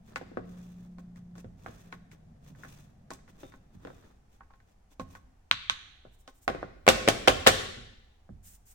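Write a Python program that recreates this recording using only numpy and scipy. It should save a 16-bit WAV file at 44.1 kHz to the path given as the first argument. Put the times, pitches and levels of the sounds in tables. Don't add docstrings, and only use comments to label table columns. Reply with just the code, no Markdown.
import sys
import numpy as np
from scipy import signal
from scipy.fft import rfft, irfft, next_fast_len
from scipy.io import wavfile
from scipy.ndimage import map_coordinates

SR = 44100
rng = np.random.default_rng(int(sys.argv[2]) if len(sys.argv) > 2 else 0)


def transcribe(u):
    v = np.clip(np.atleast_2d(u).T, -1, 1)
    q = np.round(v * 32767).astype(np.int16)
    wavfile.write(sys.argv[1], SR, q)


N = 385434


# (frequency [Hz], level [dB per Hz])
AIR_COLOUR = [(20, 2.5), (48, 1.5), (66, 0), (95, -5.5), (160, -19), (300, -19.5), (620, -24), (760, -17),
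              (950, -25), (2300, -33), (4000, -39.5), (6300, -37.5), (11000, -46), (16000, -50.5)]
AIR_DB = -61
# (start [s], length [s], level [dB], fade [dB/s])
ENGINE_PULLS = [(.17, 1.24, -48, 1.5), (1.66, .32, -56, 0), (2.0, .9, -59, 3)]
PULL_RISE_S, PULL_T60_S = .33, .9
# (share of the strongest tone's pitch, level [dB])
ENGINE_ORDERS = [(.31, -16), (.69, -13), (1, 0), (1.187, -13), (1.37, -21), (2.08, -31)]
ENGINE_HZ, ENGINE_SAG_HZ_PER_S = 180.5, 3.4
SLOWS_AT_S, SLOWING_S, SLOW_HZ = 2.02, .22, 144
LEAVES_AT_S, LEAVING_DB_PER_S = 3.1, 9

# (frequency [Hz], t60 [s])
ROOM_T60 = [(100, 1.1), (260, .85), (700, .68), (1200, .7), (1840, .85), (4000, .87), (7000, .7),
            (12800, .48)]
# (frequency [Hz], echo level [dB])
ROOM_COLOUR = [(60, -5), (200, -9.5), (500, -13), (700, -15), (950, -16), (1500, -13), (2500, -13.5),
               (4000, -11), (6000, -11.5), (13000, -15)]
# (frequency [Hz], side over mid [ratio])
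STEREO_WIDTH = [(60, 0.079), (200, .15), (320, 0.72), (700, 1), (2000, 1)]
# (frequency [Hz], left minus right [dB])
MIC_LEAN = [(60, -6), (110, 0), (200, -3), (380, 3.5), (700, -2), (1290, -0.5), (2380, 3.5), (4400, -1.5),
            (8120, -1), (15000, -0.5)]
TOP_HZ = 16100

# (time [s], level [dB])
HAND_THUMPS = [(1.44, -38), (2.5, -42.5), (3.104, -50), (3.745, -40.5), (5.0, -36.5), (7.765, -37),
               (8.289, -35.5)]
BOOM_DB, BOOM_FOLLOWS = -20, .62
TAP_BOOM_DB = -10.5
# (start [s], length [s], level [dB])
FINGER_SLIDES = [(6.11, .04, -70.5), (6.18, .035, -69), (6.33, .06, -70), (6.41, 0.04, -64),
                 (8.425, 0.13, -59.5), (8.65, .075, -59.5)]
SLIDE_RISE_S, SLIDE_SAG_DB_PER_S, SLIDE_T60_S = .035, 20, 0.084
# (frequency [Hz], level [dB per Hz])
SKIN_COLOUR = [(600, -34.5), (1500, -9.5), (4500, -11), (7000, 0.5), (8700, 0.5), (11000, -7.5),
               (14500, -0.5), (16000, -5)]

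# (frequency [Hz], level [dB], t60 [s])
WHEEL_MODES = [(266, 2.5, 0.11), (376, -1, 0.12), (521, 3.5, 0.078), (795, -2.5, .1), (1087, 3, 0.11),
               (1500, -1, 0.1), (1717, -7.5, 0.028), (2397, -10.5, 0.08), (2670, -7.5, 0.055),
               (3530, -18.5, 0.13), (3710, -3, 0.15), (4553, -14.5, .06), (6200, -11, 0.036)]
# (time [s], frequency [Hz], level [dB], t60 [s])
FREE_RINGS = [(3.43, 1330, -55, .25), (3.43, 3660, -62, .4), (3.85, 3660, -71, .6), (4.5, 1090, -58, .18),
              (5.151, 1090, -53, .2)]
# (time [s], level [dB], thud against clank [dB], treble against clank [dB])
BUMPS = [(0.213, -42.5, 8, -12), (0.316, -59.5, 20.5, -27), (0.372, -32, 9, -16.5), (1.445, -52, 12.5, -7),
         (1.662, -33, -8.5, -14.5), (1.685, -48, 8, -5.5), (3.433, -48, 13, -2.5), (3.85, -41.5, 5.5, -5.5),
         (3.872, -39.5, -1, -13), (3.903, -47.5, 5, -13), (4.997, -38, 4.5, -21), (6.051, -48.5, 2, -46),
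         (6.479, -17.5, -3.5, -7.5), (6.499, -35, 10, -1), (6.548, -34.5, 3.5, -11), (6.629, -31, 0.5, -18),
         (8.291, -53, 5, -29.5)]
BUMP_CLANG_DB, BUMP_EDGE_DB = -2.5, -3.5
# (landing time [s], graze ahead [s], slap after [s], graze level [dB], landing level [dB],
# slap level [dB], extra thud [dB])
BLOWS = [(6.8786, 0.012, 0.0095, -20.5, -6, -9.5, 1), (7.0775, 0.0035, 0.0084, -35, -13.5, -13, 3.5),
         (7.279, .0036, 0.0039, -11.5, -8.5, -16, 2.5), (7.4675, .0031, .0052, -16.5, -6.5, -7, -2)]
# (thud [dB], clang [dB], edge [dB])
BLOW_STAGES = [(-12, -7.5, -1.5), (-6.5, -3, -7), (-3.5, 0.5, 8)]
# (frequency [Hz], level [dB per Hz])
BUMP_COLOUR = [(30, -21.5), (65, -17), (160, -12.5), (260, -3), (520, 0.5), (730, -1.5), (930, -10),
               (1100, -7), (1600, -8), (3200, -10), (4400, -17), (9000, -27), (11000, -35), (16000, -36.5)]

# (time [s], level [dB], thud [dB], clang [dB], edge [dB])
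HUB_TAPS = [(5.5129, -16, -4.5, 0.5, -4), (5.6979, -22.5, -0.5, 3, 2.5)]
# (frequency [Hz], level [dB per Hz])
TAP_COLOUR = [(60, -40), (120, -23), (600, -21), (850, -9), (1100, -.5), (1800, -2), (2600, -4.5),
              (3400, -2), (4100, -3.5), (5000, -11.5), (6100, -10), (8300, -21), (10000, -31), (16000, -40)]
# (time [s], level [dB], thud against pitch [dB], edge against pitch [dB], pitch [Hz])
TICKS = [(0.159, -27, -10, -8, 1600), (0.984, -50, 4, -11.5, 1150), (1.159, -57.5, -16, 1, 1480),
         (1.354, -52.5, 0, -5, 1070), (1.381, -52.5, 6, 9, 1310), (1.9255, -35, -12, -17, 1500),
         (2.115, -51, -34, 1, 1870), (2.55, -56, -12, -21.5, 1480), (2.635, -42, -23, -43, 1470),
         (2.648, -41.5, -10, -44, 1390), (3.105, -40.5, 1.5, 6, 1420), (3.114, -37.5, -4.5, -13, 850),
         (3.135, -61.5, -1, 25, 1100), (3.189, -58.5, -10, -21, 1500), (3.278, -52.5, -35, -12, 1460),
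         (3.5213, -51, -22, -16, 1380), (3.539, -48, -5, -24.5, 1290), (4.407, -42.5, -25, -45, 1090),
         (4.434, -58.5, -18, -19, 1140), (4.506, -50.5, -25, -26, 1000), (4.537, -52.5, -22, -18, 1090),
         (4.602, -59, -24, -13, 1410), (4.997, -30.5, -20.5, -14.5, 800), (5.151, -40, -23, -19.5, 1213),
         (6.277, -41.5, -10, -2.5, 904)]
# (frequency [Hz], level [dB per Hz])
TICK_COLOUR = [(60, -21.5), (250, 7), (1300, 2), (1900, 5), (2900, -2), (4000, -2), (7500, -10),
               (15000, -36)]
TICK_CLANG_DB, CLANG_FOLLOWS = -9, 0.14
SKID_DB, SKID_MOST_DB = 0.5, -53
SKID_RISE_S, SKID_S, SKID_T60_S = .02, .028, .1
SKID_LEAD_S = .008
# (start [s], length [s], hiss level [dB], grinding level [dB])
STROKES = [(0.086, 0.4, -78.5, -53.5), (0.442, .4, -68, -58), (1.565, 0.31, -66, -53.5),
           (2.547, 0.24, -62, -52.5), (3.32, 0.17, -69, -60), (3.774, 0.3, -68.5, -53.5)]
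STROKE_RISE_S, STROKE_SAG_DB_PER_S, STROKE_T60_S = 0.11, 28.5, 0.53
RESTING_S, RESTING_DB = 4.1, -72
# (middle [s], peak level [dB], length [s])
SCUFFS = [(0.094, -58.5, 0.078), (2.482, -55, 0.083), (3.3, -57, .03), (3.414, -52.5, 0.037),
          (3.746, -60, 0.035), (4.342, -62.5, 0.077), (4.703, -65, 0.069), (4.923, -53.5, 0.032),
          (5.127, -55, 0.082)]
# (frequency [Hz], level [dB per Hz])
GRIND_COLOUR = [(150, -17), (260, 0), (500, -5.5), (800, -11.5), (1200, -10.5), (2000, -21), (3500, -32.5),
                (5000, -26), (8000, -69)]
# (frequency [Hz], level [dB per Hz])
HISS_COLOUR = [(1200, -26.5), (2500, 4), (3600, -9), (5000, -2.5), (6000, 3), (8500, -3), (11000, -8.5),
               (14500, -5), (16000, -5.5)]
# (frequency [Hz], width [Hz], level [dB])
BLADE_MODES = [(1800, 330, 0), (3510, 360, 10.5), (4057, 110, 4), (6130, 100, -5.5), (8450, 140, -10.5)]


def amp(db):
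    return 10 ** (np.asarray(db) / 20)


def unit(x):
    return x / np.sqrt(np.mean(x ** 2) + 1e-20)


def unit_energy(x):
    return unit(x) / np.sqrt(x.shape[-1])


def along(points, hz):
    f, value = np.transpose(points)
    return np.interp(np.log(hz + 1), np.log(f), value)


def wobble(rate):
    knots = rng.standard_normal(int(N * rate / SR) + 4)
    return map_coordinates(knots, [np.arange(N) * rate / SR])


def filtered(x, response):
    n = x.shape[-1]
    size = next_fast_len(n + 8192)
    spectrum = rfft(x, size) * response(np.fft.rfftfreq(size, 1 / SR))
    return irfft(spectrum, size)[..., :n]


def struck(x, colour, size=8192):
    gain = amp(along(colour, np.fft.rfftfreq(size, 1 / SR)))
    cepstrum = irfft(np.log(np.maximum(gain, 1e-4)))
    cepstrum[1:size // 2] *= 2
    cepstrum[size // 2 + 1:] = 0
    impulse = irfft(np.exp(rfft(cepstrum)))
    return signal.fftconvolve(x, impulse[None], axes=1)[:, :x.shape[1]]


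def scattered(n):
    mid, side = rng.standard_normal((2, n))
    side = filtered(side, lambda hz: along(STEREO_WIDTH, hz))
    left_right = np.array([mid + side, mid - side])
    return unit(filtered(left_right, lambda hz: 1 / np.hypot(1, along(STEREO_WIDTH, hz))))


def add(out, s, x):
    start = round(s * SR)
    out[:, start:start + x.shape[1]] += x[:, :N - start]


def pressed(start, length, rise_s, sag_db_per_s, t60):
    t = np.maximum(np.arange(N) / SR - start, 0)
    since_release = np.maximum(t - length, 0)
    fall_db = -sag_db_per_s * t - 60 * since_release / t60
    return np.minimum(t / rise_s, 1) * amp(np.maximum(fall_db, -200))


def friction(colour, slips_per_s, slip_share, uneven_db):
    slip_size = amp(np.minimum(4 * rng.standard_exponential(N), 10))
    slips = (rng.random(N) < slips_per_s / SR) * slip_size
    share = np.clip(slip_share, 0, 1)
    bursts = unit(signal.lfilter([1], [1, -np.exp(-1 / (0.002 * SR))], slips))
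    drag = scattered(N) * (np.sqrt(1 - share) + np.sqrt(share) * bursts)
    return unit(filtered(drag * amp(uneven_db * wobble(45)), colour))


def air(db):
    return amp(AIR_DB + db) * unit(filtered(scattered(N), lambda f: amp(along(AIR_COLOUR, f))))


def engine(db, rumble_db):
    t = np.arange(N) / SR
    cruising_hz = ENGINE_HZ - ENGINE_SAG_HZ_PER_S * t
    slowing = np.exp(-np.maximum(t - SLOWS_AT_S, 0) / SLOWING_S)
    pitch = SLOW_HZ + (cruising_hz - SLOW_HZ) * slowing
    phase = 2 * np.pi * np.cumsum(pitch) / SR
    load = sum(amp(pull_db) * pressed(s, length, PULL_RISE_S, fade, PULL_T60_S)
               for s, length, pull_db, fade in ENGINE_PULLS)
    drone = sum(amp(order_db + .6 * wobble(5)) * np.sin(share * phase + .12 * wobble(6))
                for share, order_db in ENGINE_ORDERS)
    # (frequency [Hz], level [dB per Hz])
    rumble_colour = [(50, -18), (110, 4), (220, 2), (330, -20.5), (700, -14), (1500, -69.5)]
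    rumble = unit(filtered(scattered(N), lambda f: amp(along(rumble_colour, f))))
    rumble_level = rumble_db - LEAVING_DB_PER_S * np.maximum(t - LEAVES_AT_S, 0)
    return amp(db) * load * unit(drone) + amp(rumble_level) * rumble


def workshop(x):
    hz, t, noise = signal.stft(scattered(SR), SR, nperseg=256)
    t60 = along(ROOM_T60, hz)[:, None]
    fading = amp(-60 * t / t60) / np.sqrt(t60) * (1 - np.exp(-t / .009))
    tail = signal.istft(noise * fading, SR, nperseg=256)[1]
    return signal.fftconvolve(x, struck(unit_energy(tail), ROOM_COLOUR), axes=1)[:, :N]


def moving_echo(x):
    blow_starts = [s - ahead for s, ahead, *rest in BLOWS]
    piece = np.searchsorted(blow_starts, np.arange(N) / SR)
    return sum(workshop(x * (piece == k)) for k in range(len(BLOWS) + 1))


def shakes():
    bumps = [row[:2] for row in BUMPS]
    blows = [(s, max(levels)) for s, ahead, after, *levels, extra_db in BLOWS]
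    heavy = [(s, BOOM_DB + BOOM_FOLLOWS * db) for s, db in bumps + blows]
    light = [(s, BOOM_DB + TAP_BOOM_DB + BOOM_FOLLOWS * db) for s, db, *hardness in HUB_TAPS]
    return heavy + light + list(HAND_THUMPS)


def bench_boom(db, rise, t60):
    out, t = np.zeros((2, N)), np.arange(SR // 3) / SR
    bands = [(287, -11.5), (207.0, -4), (145, -3.5), (93, 0.0), (45, -2.5)]  # (frequency [Hz], level [dB])
    for s, blow_db in shakes():
        noise = scattered(len(t))
        for hz, band_db in bands:
            wave = filtered(noise, lambda f: 1 / (1 + (5 * (f - hz) / hz) ** 4))
            swell = 1 - np.exp(-(t * hz / (100 * rise)) ** 2)
            decay = amp(-60 * t / t60 * np.sqrt(hz / 100))
            boom = unit_energy(wave * swell * decay) * np.sqrt(SR / 100)
            add(out, s, amp(db + blow_db + band_db) * boom)
    return out


def fingers(db):
    pressure = sum(amp(slide_db) * pressed(s, length, SLIDE_RISE_S, SLIDE_SAG_DB_PER_S, SLIDE_T60_S)
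                   for s, length, slide_db in FINGER_SLIDES)
    rub = friction(lambda f: amp(along(SKIN_COLOUR, f)), slips_per_s=1500, slip_share=.1, uneven_db=2.5)
    return amp(db) * pressure * rub


def free_ring():
    out, t = np.zeros((2, N)), np.arange(SR // 2) / SR
    for s, hz, db, t60 in FREE_RINGS:
        flutter = .5 * wobble(70)[:len(t)]
        tone = np.sin(2 * np.pi * hz * t + flutter + rng.normal(0, 1, (2, 1)))
        add(out, s, amp(db - 60 * t / t60) * (1 - np.exp(-t / .002)) * tone)
    return out


def contacts(rows, colour, crack_t60, crack_db, ring_db, bench_db, bench_t60):
    out, t = np.zeros((2, N)), np.arange(SR // 6) / SR
    hz, mode_db, t60 = np.transpose(WHEEL_MODES)[:, :, None]
    mic_phase = rng.normal(0, 1, (2, len(WHEEL_MODES))) * along(STEREO_WIDTH, hz[:, 0])
    at_mics = np.exp(1j * mic_phase)
    for s, db, thud_db, clang_db, edge_db, *pitch in rows:
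        tuned = hz * rng.normal(1, .009, hz.shape)
        strength_db = rng.normal(0, 3.5, hz.shape)
        modes = amp(mode_db + strength_db - 60 * t / t60) * np.exp(2j * np.pi * tuned * t)
        ring = unit_energy((at_mics @ modes).imag)
        noise = scattered(len(t))
        crack = unit_energy(noise * amp(-60 * t / crack_t60))
        bench = unit_energy(noise[:, ::-1] * amp(-60 * t / bench_t60) * (1 - np.exp(-t / 0.0046)))
        push = t == 0
        blow = push + amp(crack_db) * crack + amp(ring_db) * ring + amp(bench_db) * bench
        blow = unit_energy(struck(blow, colour)) * np.sqrt(SR / 100)
        centre = pitch[0] if pitch else 1300
        hardness = [(.28 * centre, thud_db), (.85 * centre, 0), (1.25 * centre, 0),
                    (2.1 * centre, clang_db), (7500, edge_db)]
        add(out, s, amp(db) * struck(blow, hardness))
    return out


def wheel_contacts():
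    rows = [(s, db, thud_db, treble_db + BUMP_CLANG_DB, treble_db + BUMP_EDGE_DB)
            for s, db, thud_db, treble_db in BUMPS]
    for s, ahead, after, *levels, extra_db in BLOWS:
        times = (s - ahead, s, s + after)
        for when, db, (thud_db, clang_db, edge_db) in zip(times, levels, BLOW_STAGES):
            rows.append((when, db, thud_db + extra_db, clang_db, edge_db))
    return rows


def tip_contacts():
    return [(s, db, thud_db, TICK_CLANG_DB + CLANG_FOLLOWS * edge_db, edge_db, hz)
            for s, db, thud_db, edge_db, hz in TICKS]


def scrape(grind_db, hiss_db, scuff_db, scuff_grind_db):
    t = np.arange(N) / SR
    grind = amp(RESTING_DB) * pressed(0, RESTING_S, STROKE_RISE_S, 0, STROKE_T60_S)
    hiss = 0
    for start, length, high_db, low_db in STROKES:
        push = pressed(start, length, STROKE_RISE_S, STROKE_SAG_DB_PER_S, STROKE_T60_S)
        grind = grind + amp(low_db) * push
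        hiss = hiss + amp(high_db) * push
    scuff = sum(amp(db) * np.exp(-np.minimum((2 * (t - s) / length) ** 2, 20))
                for s, db, length in SCUFFS)[None]
    skid = pressed(0, SKID_S, SKID_RISE_S, 0, SKID_T60_S)[None, :SR // 2]
    for s, db, thud_db, edge_db, hz in TICKS:
        skid_db = min(db + edge_db + SKID_DB, SKID_MOST_DB)
        add(scuff, s - SKID_LEAD_S, amp(skid_db) * skid)

    def blade(f):
        return 1 + sum(amp(db) / (1 + (2 * (f - hz) / width) ** 2) for hz, width, db in BLADE_MODES)

    low = friction(lambda f: amp(along(GRIND_COLOUR, f)) * blade(f),
                   slips_per_s=280, slip_share=0.27, uneven_db=-2.0)
    high = friction(lambda f: amp(along(HISS_COLOUR, f)) * blade(f),
                    slips_per_s=480, slip_share=.5, uneven_db=1.5)
    low_gain = amp(grind_db) * grind + amp(scuff_grind_db) * scuff
    high_gain = amp(hiss_db) * hiss + amp(scuff_db) * scuff
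    return low_gain * low + high_gain * high


def scene():
    background = engine(db=0.5, rumble_db=-58.5) + air(db=0.0)
    knocks = contacts(wheel_contacts(), BUMP_COLOUR, crack_t60=0.013, crack_db=10.5, ring_db=-5.5,
                      bench_db=6.5, bench_t60=0.097)
    taps = contacts(HUB_TAPS, TAP_COLOUR, crack_t60=0.0028, crack_db=9.0, ring_db=-6.0,
                    bench_db=-1.5, bench_t60=0.12)
    ticks = contacts(tip_contacts(), TICK_COLOUR, crack_t60=0.016, crack_db=10, ring_db=1.0,
                     bench_db=7, bench_t60=0.068)
    rubbing = scrape(grind_db=-4.5, hiss_db=4.5, scuff_db=-10.0, scuff_grind_db=-10) + fingers(db=4.0)
    wheel = amp(-1) * knocks + bench_boom(db=-8.5, rise=0.016, t60=0.21) + free_ring()
    tip = ticks + rubbing
    echoes = moving_echo(amp(1.0) * wheel + amp(-2.5) * tip) + workshop(amp(-2.5) * taps)
    work = wheel + tip + taps + echoes
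    lag_s, sides = .00008, np.array([[1], [-1]])
    work = filtered(work, lambda hz: amp(sides * along(MIC_LEAN, hz) / 2)
                    * np.exp(1j * np.pi * hz * lag_s * sides))
    return work + background


def record(dry):
    rounded = dry / (1 + np.abs(dry) ** 6) ** (1 / 6)
    return filtered(rounded, lambda hz: hz < TOP_HZ)


dry = scene()
out = record(dry)
transcribe(out)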